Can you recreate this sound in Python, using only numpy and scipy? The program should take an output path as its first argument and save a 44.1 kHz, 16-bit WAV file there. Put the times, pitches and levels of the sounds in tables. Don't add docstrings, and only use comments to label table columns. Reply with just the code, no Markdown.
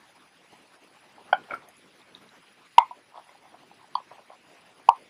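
import sys
import numpy as np
from scipy import signal
from scipy.fft import irfft
from scipy.io import wavfile
from scipy.ndimage import uniform_filter1d

SR = 44100
rng = np.random.default_rng(int(sys.argv[2]) if len(sys.argv) > 2 else 0)


def invert_db(level):
    return 10 ** (np.asarray(level, dtype=float) / 20)


def unload_wav(signal):
    wavfile.write(
        sys.argv[1],
        SR,
        np.round(np.clip(np.atleast_2d(signal).T, -1, 1) * 32767).astype(np.int16),
    )


N = 224733


def evened(x):
    return x / np.sqrt(np.mean(x ** 2) + 1e-20)


def read(points, hz):
    f, value = np.transpose(points)
    return np.interp(np.log(hz + 1), np.log(f + 1), value)


def band(hz, width):
    r = np.exp(-np.pi * width / SR)
    zeros, poles = [1, 0, -1], [1, -2 * r * np.cos(2 * np.pi * hz / SR), r * r]
    once = signal.lfilter(zeros, poles, rng.standard_normal(N))
    return evened(signal.lfilter(zeros, poles, once))


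def stroke(modes, rough_db):
    unevenness = uniform_filter1d(uniform_filter1d(rng.standard_normal(N), 100), 100)
    grip = invert_db(rough_db * evened(unevenness))
    return evened(grip * sum(invert_db(db) * band(hz, width) for hz, width, db in modes))


def pressure(rows, swell, fade):
    t = np.arange(N) / SR
    gain = np.zeros(N)
    for s, hold, db in rows:
        gain += invert_db(db - swell * np.maximum(s - t, 0) - fade * np.maximum(t - s - hold, 0))
    return gain


def add_ring(mix, s, db, hz, t60, rise, glide=0):
    start, decay = int((s - 3 * rise) * SR), np.log(1000) / t60
    t = (start + np.arange(9000)) / SR - s
    release = decay * rise ** 2
    bell = -.5 * (np.minimum(t, release) / rise) ** 2
    shape = np.exp(bell - decay * np.maximum(t - release, 0))
    touch = np.clip(t / rise + 3, 0, 1) ** 2
    turns = hz * (t + glide * np.minimum(t, 0) ** 2 / rise)
    part = mix[start:start + len(t)]
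    part += (invert_db(db) * touch * shape * np.sin(2 * np.pi * turns))[:len(part)]


# (frequency [Hz], level per Hz [dB])
AIR_COLOUR = [(18, -56.5), (30, -24), (186, 0.5), (298, 1), (543, -2), (939, -1.5), (1350, -4), (2530, -5),
              (4370, -13), (4860, -16), (5830, -18.5), (8850, -26), (10100, -30.5), (11500, -33),
              (15300, -30)]
# (frequency [Hz], depth [dB])
PATCH_DEPTH = [(60, 1.5), (250, 3.5), (700, 5), (1500, 2.5), (5000, 3), (10000, 4), (14000, 5)]
# (time [s], level [dB])
STIR_SWELL = [(0, -2), (.4, 1.5), (.85, -2.5), (1.28, 3.5), (1.42, 2.5), (1.54, 6), (1.88, -1), (2.1, 2),
              (2.3, 2), (2.55, -0.5), (2.95, -2), (3.27, -2), (3.7, -1), (4.08, 2), (4.2, 0), (4.62, 1.5),
              (5.1, 1)]


def air():
    air_db, rustle_share = -56.5, .3
    frames, hz = N // 256 + 5, np.fft.rfftfreq(1024, 1 / SR)
    a, b, patches = rng.standard_normal((frames, 513, 3)).T
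    patches = evened(uniform_filter1d(uniform_filter1d(patches, 12, 0), 7, 1))
    flicker = evened(uniform_filter1d(a[0], 6))
    patches = evened(patches + 0.44 * flicker)
    t = np.arange(frames) * 256 / SR
    low = np.clip(np.log(2000 / (hz + 1)), 0, 1)[:, None]
    high = (1 - low) * np.clip(np.log(11000 / (hz + 1)), 0, 1)[:, None]
    swell_db = (low + rustle_share * high) * np.interp(t, *np.transpose(STIR_SWELL))
    colour_db = read(AIR_COLOUR, hz)[:, None] + read(PATCH_DEPTH, hz)[:, None] * patches
    z = (a + 1j * b) * invert_db(colour_db)
    scale = invert_db(air_db) / np.std(signal.istft(z, nperseg=1024, noverlap=768)[1])
    return scale * signal.istft(z * invert_db(swell_db), nperseg=1024, noverlap=768)[1][:N]


# (multiple of the pitch [1], level [dB])
WHINE_PARTIALS = [(1, -73.5), (2, -72), (3, -86)]
# (time of the top [s], level [dB])
BUSY_BURSTS = [(.08, -71), (.2, -76), (.48, -74), (.63, -73), (.74, -70), (.9, -75), (1.01, -72),
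               (1.26, -67), (1.54, -68), (1.69, -71), (1.785, -63.5), (1.99, -71), (2.14, -74), (2.26, -72),
               (2.53, -77), (2.789, -67.5), (2.98, -79), (3.04, -74), (3.25, -70), (4.35, -83), (4.72, -82),
               (4.77, -74), (4.899, -70.5), (4.999, -72.5)]


def whine():
    frame_rate = 60000 / 1001
    on, off = .17, 0.93
    whine_hz, clock_hz, clock_db = 4907, 13906.1, -82
    idle_db, burst_slope = -86.5, 650
    frames = np.arange(N) / SR * frame_rate
    index, place = frames.astype(int), frames % 1
    gate = uniform_filter1d(1. * (place > on) * (place < off), 30)
    shift, strength = rng.standard_normal((N // 700 + 2, 2))[index].T
    waver = 0.0077 * shift + 0.012 * evened(uniform_filter1d(rng.standard_normal(N), 90))
    turns = np.cumsum(whine_hz * (1 + waver)) / SR
    tone = sum(invert_db(db) * np.sin(2 * np.pi * k * turns) for k, db in WHINE_PARTIALS)
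    awake = index % 15 != 8
    sag_db = 2.7 * strength - 3.6 * place
    song = np.sqrt(2) * tone * awake * invert_db(sag_db - 0.5)
    clock = invert_db(clock_db) * np.sin(2 * np.pi * clock_hz * np.arange(N) / SR)
    bursts = pressure([(s, 0, db) for s, db in BUSY_BURSTS], burst_slope, burst_slope)
    hiss = (invert_db(idle_db) + bursts) * band(10450, 790)
    return gate * (song + clock) + hiss * (.5 + .6 * gate)


# (frequency [Hz], decay t60 [s])
ROOM_DECAY = [(200, 0.18), (700, 0.11), (1000, 0.12), (1400, 0.15), (2200, 0.17), (3500, 0.097),
              (8000, 0.063)]


def room(x):
    room_db, build_s = -16.5, .005
    taps = np.zeros(SR // 2)
    at = np.arange(300, len(taps) - 20, 20)
    taps[at + rng.integers(0, 20, len(at))] = rng.choice([-1., 1.], len(at))
    hz, t, z = signal.stft(taps, SR, nperseg=256)
    tail = signal.istft(z * invert_db(-60 * t / read(ROOM_DECAY, hz)[:, None]), SR, nperseg=256)[1]
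    tail *= 1 - np.exp(-np.arange(len(tail)) / SR / build_s)
    tail *= invert_db(room_db) / np.linalg.norm(tail)
    return signal.fftconvolve(x, tail)[:N]


# (frequency [Hz], width [Hz], level [dB])
MAT_MODES = [(277, 100, 2), (600, 310, 8.5), (950, 200, 4), (1390, 690, 7.5), (2260, 160, 0),
             (3200, 390, -10)]
# (time of full pressure [s], hold [s], level [dB])
SLIDES = [(1.512, 0.031, -37)]


def slide():
    return pressure(SLIDES, swell=800, fade=450) * stroke(MAT_MODES, rough_db=5.5)


# (time of full pressure [s], hold [s], level [dB])
FINGER_RUBS = [(1.19, 0.0061, -59), (1.285, .035, -56), (3.152, 0.038, -43.5), (3.45, 0.0095, -50),
               (3.546, 0.003, -47), (4.114, .02, -50.5), (4.19, .012, -52), (4.3, 0.031, -48.5)]


def finger_rubs():
    shell = stroke([(761, 330, 0), (1050, 300, -1)], rough_db=2.5)
    return invert_db(-5) * pressure(FINGER_RUBS, swell=710, fade=380) * shell


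# (time [s], level [dB], frequency [Hz], t60 [s])
TOOL_CHINKS = [(1.542, -61, 8630, .17), (1.543, -62, 12400, .06), (1.544, -52, 4760, .03),
               (1.544, -52, 5496, .016), (1.688, -51, 6400, .012), (1.688, -57, 8600, .015),
               (1.688, -52, 11000, .02), (1.688, -52, 11670, .02), (1.769, -58, 6800, 0.018),
               (1.769, -55, 10800, 0.016), (.875, -74, 12100, .043)]


def chinks():
    out = np.zeros(N)
    for row in TOOL_CHINKS:
        add_ring(out, *row, rise=.0006)
    return out


# (time [s], level [dB], frequency [Hz])
TIP_TICKS = [(1.4373, -48, 3000), (1.924, -55, 3830), (2.018, -50, 3670), (2.1503, -33, 3740),
             (2.2918, -45, 3910), (2.7282, -55, 2950), (3.1752, -49, 3340), (3.2924, -46.5, 2060),
             (4.3031, -52, 2100)]


def ticks():
    out = np.zeros(N)
    for s, db, hz in TIP_TICKS:
        add_ring(out, s, db, hz, t60=45 / hz, rise=.0005)
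    return out


# (time [s], level [dB], frequency [Hz], t60 [s])
MAT_BUMPS = [(1.489, -42, 780, .015), (1.504, -40, 800, .022), (1.509, -28, 1420, .03),
             (1.510, -27, 2270, .03), (1.519, -31, 1400, .03), (1.519, -34, 2200, .02),
             (1.518, -32, 600, .027), (1.526, -35, 810, .022), (1.533, -35, 480, .02),
             (1.546, -38, 700, .02), (1.538, -22, 1340, .07), (1.539, -28, 1460, .03),
             (1.537, -33, 2200, .03), (1.557, -32, 1370, .03), (1.578, -42, 1450, .02)]


def bumps():
    out = np.zeros(N)
    for row in MAT_BUMPS:
        add_ring(out, *row, rise=.0007)
    return out


# (time of first contact [s], level [dB], frequency [Hz])
LIGHT_TAPS = [(.445, -51, 505), (.526, -48.5, 778), (.536, -50, 705), (1.181, -42.5, 860),
              (1.191, -48, 900), (1.28, -51.5, 770), (1.291, -46, 880), (3.122, -50, 901),
              (3.143, -43, 1000), (3.157, -36.5, 1000), (3.176, -34, 910), (3.182, -36.5, 876),
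              (3.196, -43, 953), (3.268, -48, 737), (3.292, -43, 1000), (3.349, -48, 780),
              (3.354, -47, 812), (3.453, -47, 917), (3.544, -39.5, 716), (3.633, -46, 652),
              (3.714, -43, 805), (3.843, -47, 795), (4.002, -37.5, 1070), (4.114, -38, 620),
              (4.118, -41, 950), (4.182, -43.5, 763), (4.192, -43, 620), (4.302, -36.5, 618),
              (4.317, -46, 750), (4.333, -44, 976)]


def light_taps():
    t60, rise, partner_db = .019, .0009, -8
    out = np.zeros(N)
    for s, db, hz in LIGHT_TAPS:
        crest = s + 2 * rise
        add_ring(out, crest, db, hz, t60, rise)
        add_ring(out, crest, db + partner_db, 1650 - hz, t60, rise)
    return out


# (time [s], level [dB], frequency [Hz])
LOOSE_RATTLES = [(1.3365, -26, 1490), (1.3352, -31.5, 3250), (1.336, -18, 790), (1.347, -25, 1440),
                 (1.355, -34, 880), (1.35, -43, 244), (2.7885, -19, 1000), (2.796, -20, 1030),
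                 (2.811, -40, 2160), (2.822, -39.5, 2180), (2.803, -19, 890), (2.815, -21, 1040),
                 (2.822, -24, 908), (2.836, -26, 1020), (2.9125, -28, 960), (2.913, -38, 740),
                 (2.931, -42, 980), (3.967, -30, 1054), (3.972, -34, 1050), (3.98, -33, 850),
                 (3.985, -38, 1000), (4.8973, -11, 970), (4.9025, -18, 1030), (4.913, -21, 1040),
                 (4.9165, -22, 1060), (4.915, -38, 600)]


def rattles():
    out = np.zeros(N)
    for s, db, hz in LOOSE_RATTLES:
        late = min(abs(s - knock[0]) for knock in HARD_KNOCKS)
        add_ring(out, s, db, hz, t60=.013 + .6 * min(late, .04), rise=.0015)
    return out


# (time of the crest [s], level [dB], rise [s], longest t60 [s], upward glide [1])
HARD_KNOCKS = [
    (1.3308, -4.5, .0015, .022, 0),
    (2.784, 2.8, .0013, .029, .02),
    (3.9558, -12, .0013, .022, .02),
    (4.8908, 1.5, .0014, .021, .06),
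]
# (frequency [Hz], level [dB], t60 [s], lead on the crest [s])
KNOCK_MODES = [
    [(780, 0, 0.0095, 0), (1000, -10, 0.012, -0.0079), (596, -18, 0.034, -0.0092), (1483, -6, 0.028, .0005),
     (1230, -25.5, 0.013, 0), (1612, -16, 0.017, -.001), (1870, -39, .01, 0.004), (2270, -20.5, 0.011, 0),
     (2600, -34, 0.0083, 0.0092), (3095, -17, 0.015, -0.000086), (4690, -33.5, .012, .0005),
     (5600, -49, .012, 0)],
    [(951, 4, 0.022, 0), (720, -25.5, 0.0121, -0.0035), (1240, -20, .015, -0.0095),
     (1460, -37, 0.005, -0.021), (2090, -21.5, 0.024, -.002), (2330, -27.5, 0.0052, 0.0063),
     (3360, -24.5, .008, 0.019), (3470, -27, 0.0059, -0.015), (4700, -44.5, .01, 0.0037)],
    [(1000, 1.5, 0.013, 0), (820, -29, 0.017, 0.0043), (3280, -21, 0.016, 0.00028),
     (3370, -18, 0.0099, 0.0024), (4500, -15.5, 0.009, .003), (6700, -48, 0.0091, 0.0031)],
    [(959, 2.5, 0.0075, 0), (576, -22.5, 0.009, 0.0073), (378, -41.5, 0.027, 0),
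     (1272, -38.5, 0.026, 0.0088)],
]
KNOCK_SCUFFS = [-42.5, -30.5, -52, -40]


def knocks():
    max_lead = .0016
    sharpen = 0.2
    out, t, grit = np.zeros(N), np.arange(N) / SR, band(1900, 2200)
    for knock, modes, scuff_db in zip(HARD_KNOCKS, KNOCK_MODES, KNOCK_SCUFFS):
        s, db, rise, longest, glide = knock
        out += invert_db(scuff_db) * grit * np.exp(-.5 * ((t - s) / rise) ** 2)
        for hz, mode_db, t60, lead in modes:
            crest = s - np.clip(lead, -max_lead, max_lead)
            mode_rise = rise * min(1000 / hz, 1) ** sharpen
            mode_glide = glide * (hz < 1100)
            add_ring(out, crest, db + mode_db, hz, min(t60, longest), mode_rise, mode_glide)
    return out


def scene():
    rubbed = slide() + finger_rubs()
    small = chinks() + ticks() + bumps() + light_taps()
    struck = rubbed + small + rattles() + knocks()
    return (struck + room(struck) + air())[None]


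def band_limit(x):
    return signal.sosfilt(signal.butter(12, 16310, fs=SR, output="sos"), x)


# (frequency [Hz], level [dB])
INPUT_RESPONSE = [(10, -17.5), (40, -5.5), (80, -2.5), (11000, 0), (11700, -0.5), (12200, 0.5),
                  (13400, 1.5), (13650, -9.5), (14100, -6.5), (14480, -16), (14700, -1), (15150, -5.5),
                  (15300, -48.5), (22050, -62.5)]


def record(dry):
    hz = np.fft.rfftfreq(2048, 1 / SR)
    taps = np.roll(irfft(invert_db(read(INPUT_RESPONSE, hz))), 1024) * np.hanning(2048)
    heard = signal.oaconvolve(dry + whine(), taps[None], "same")
    return band_limit(np.clip(heard, -.995, .995))


dry = scene()
out = record(dry)
unload_wav(out)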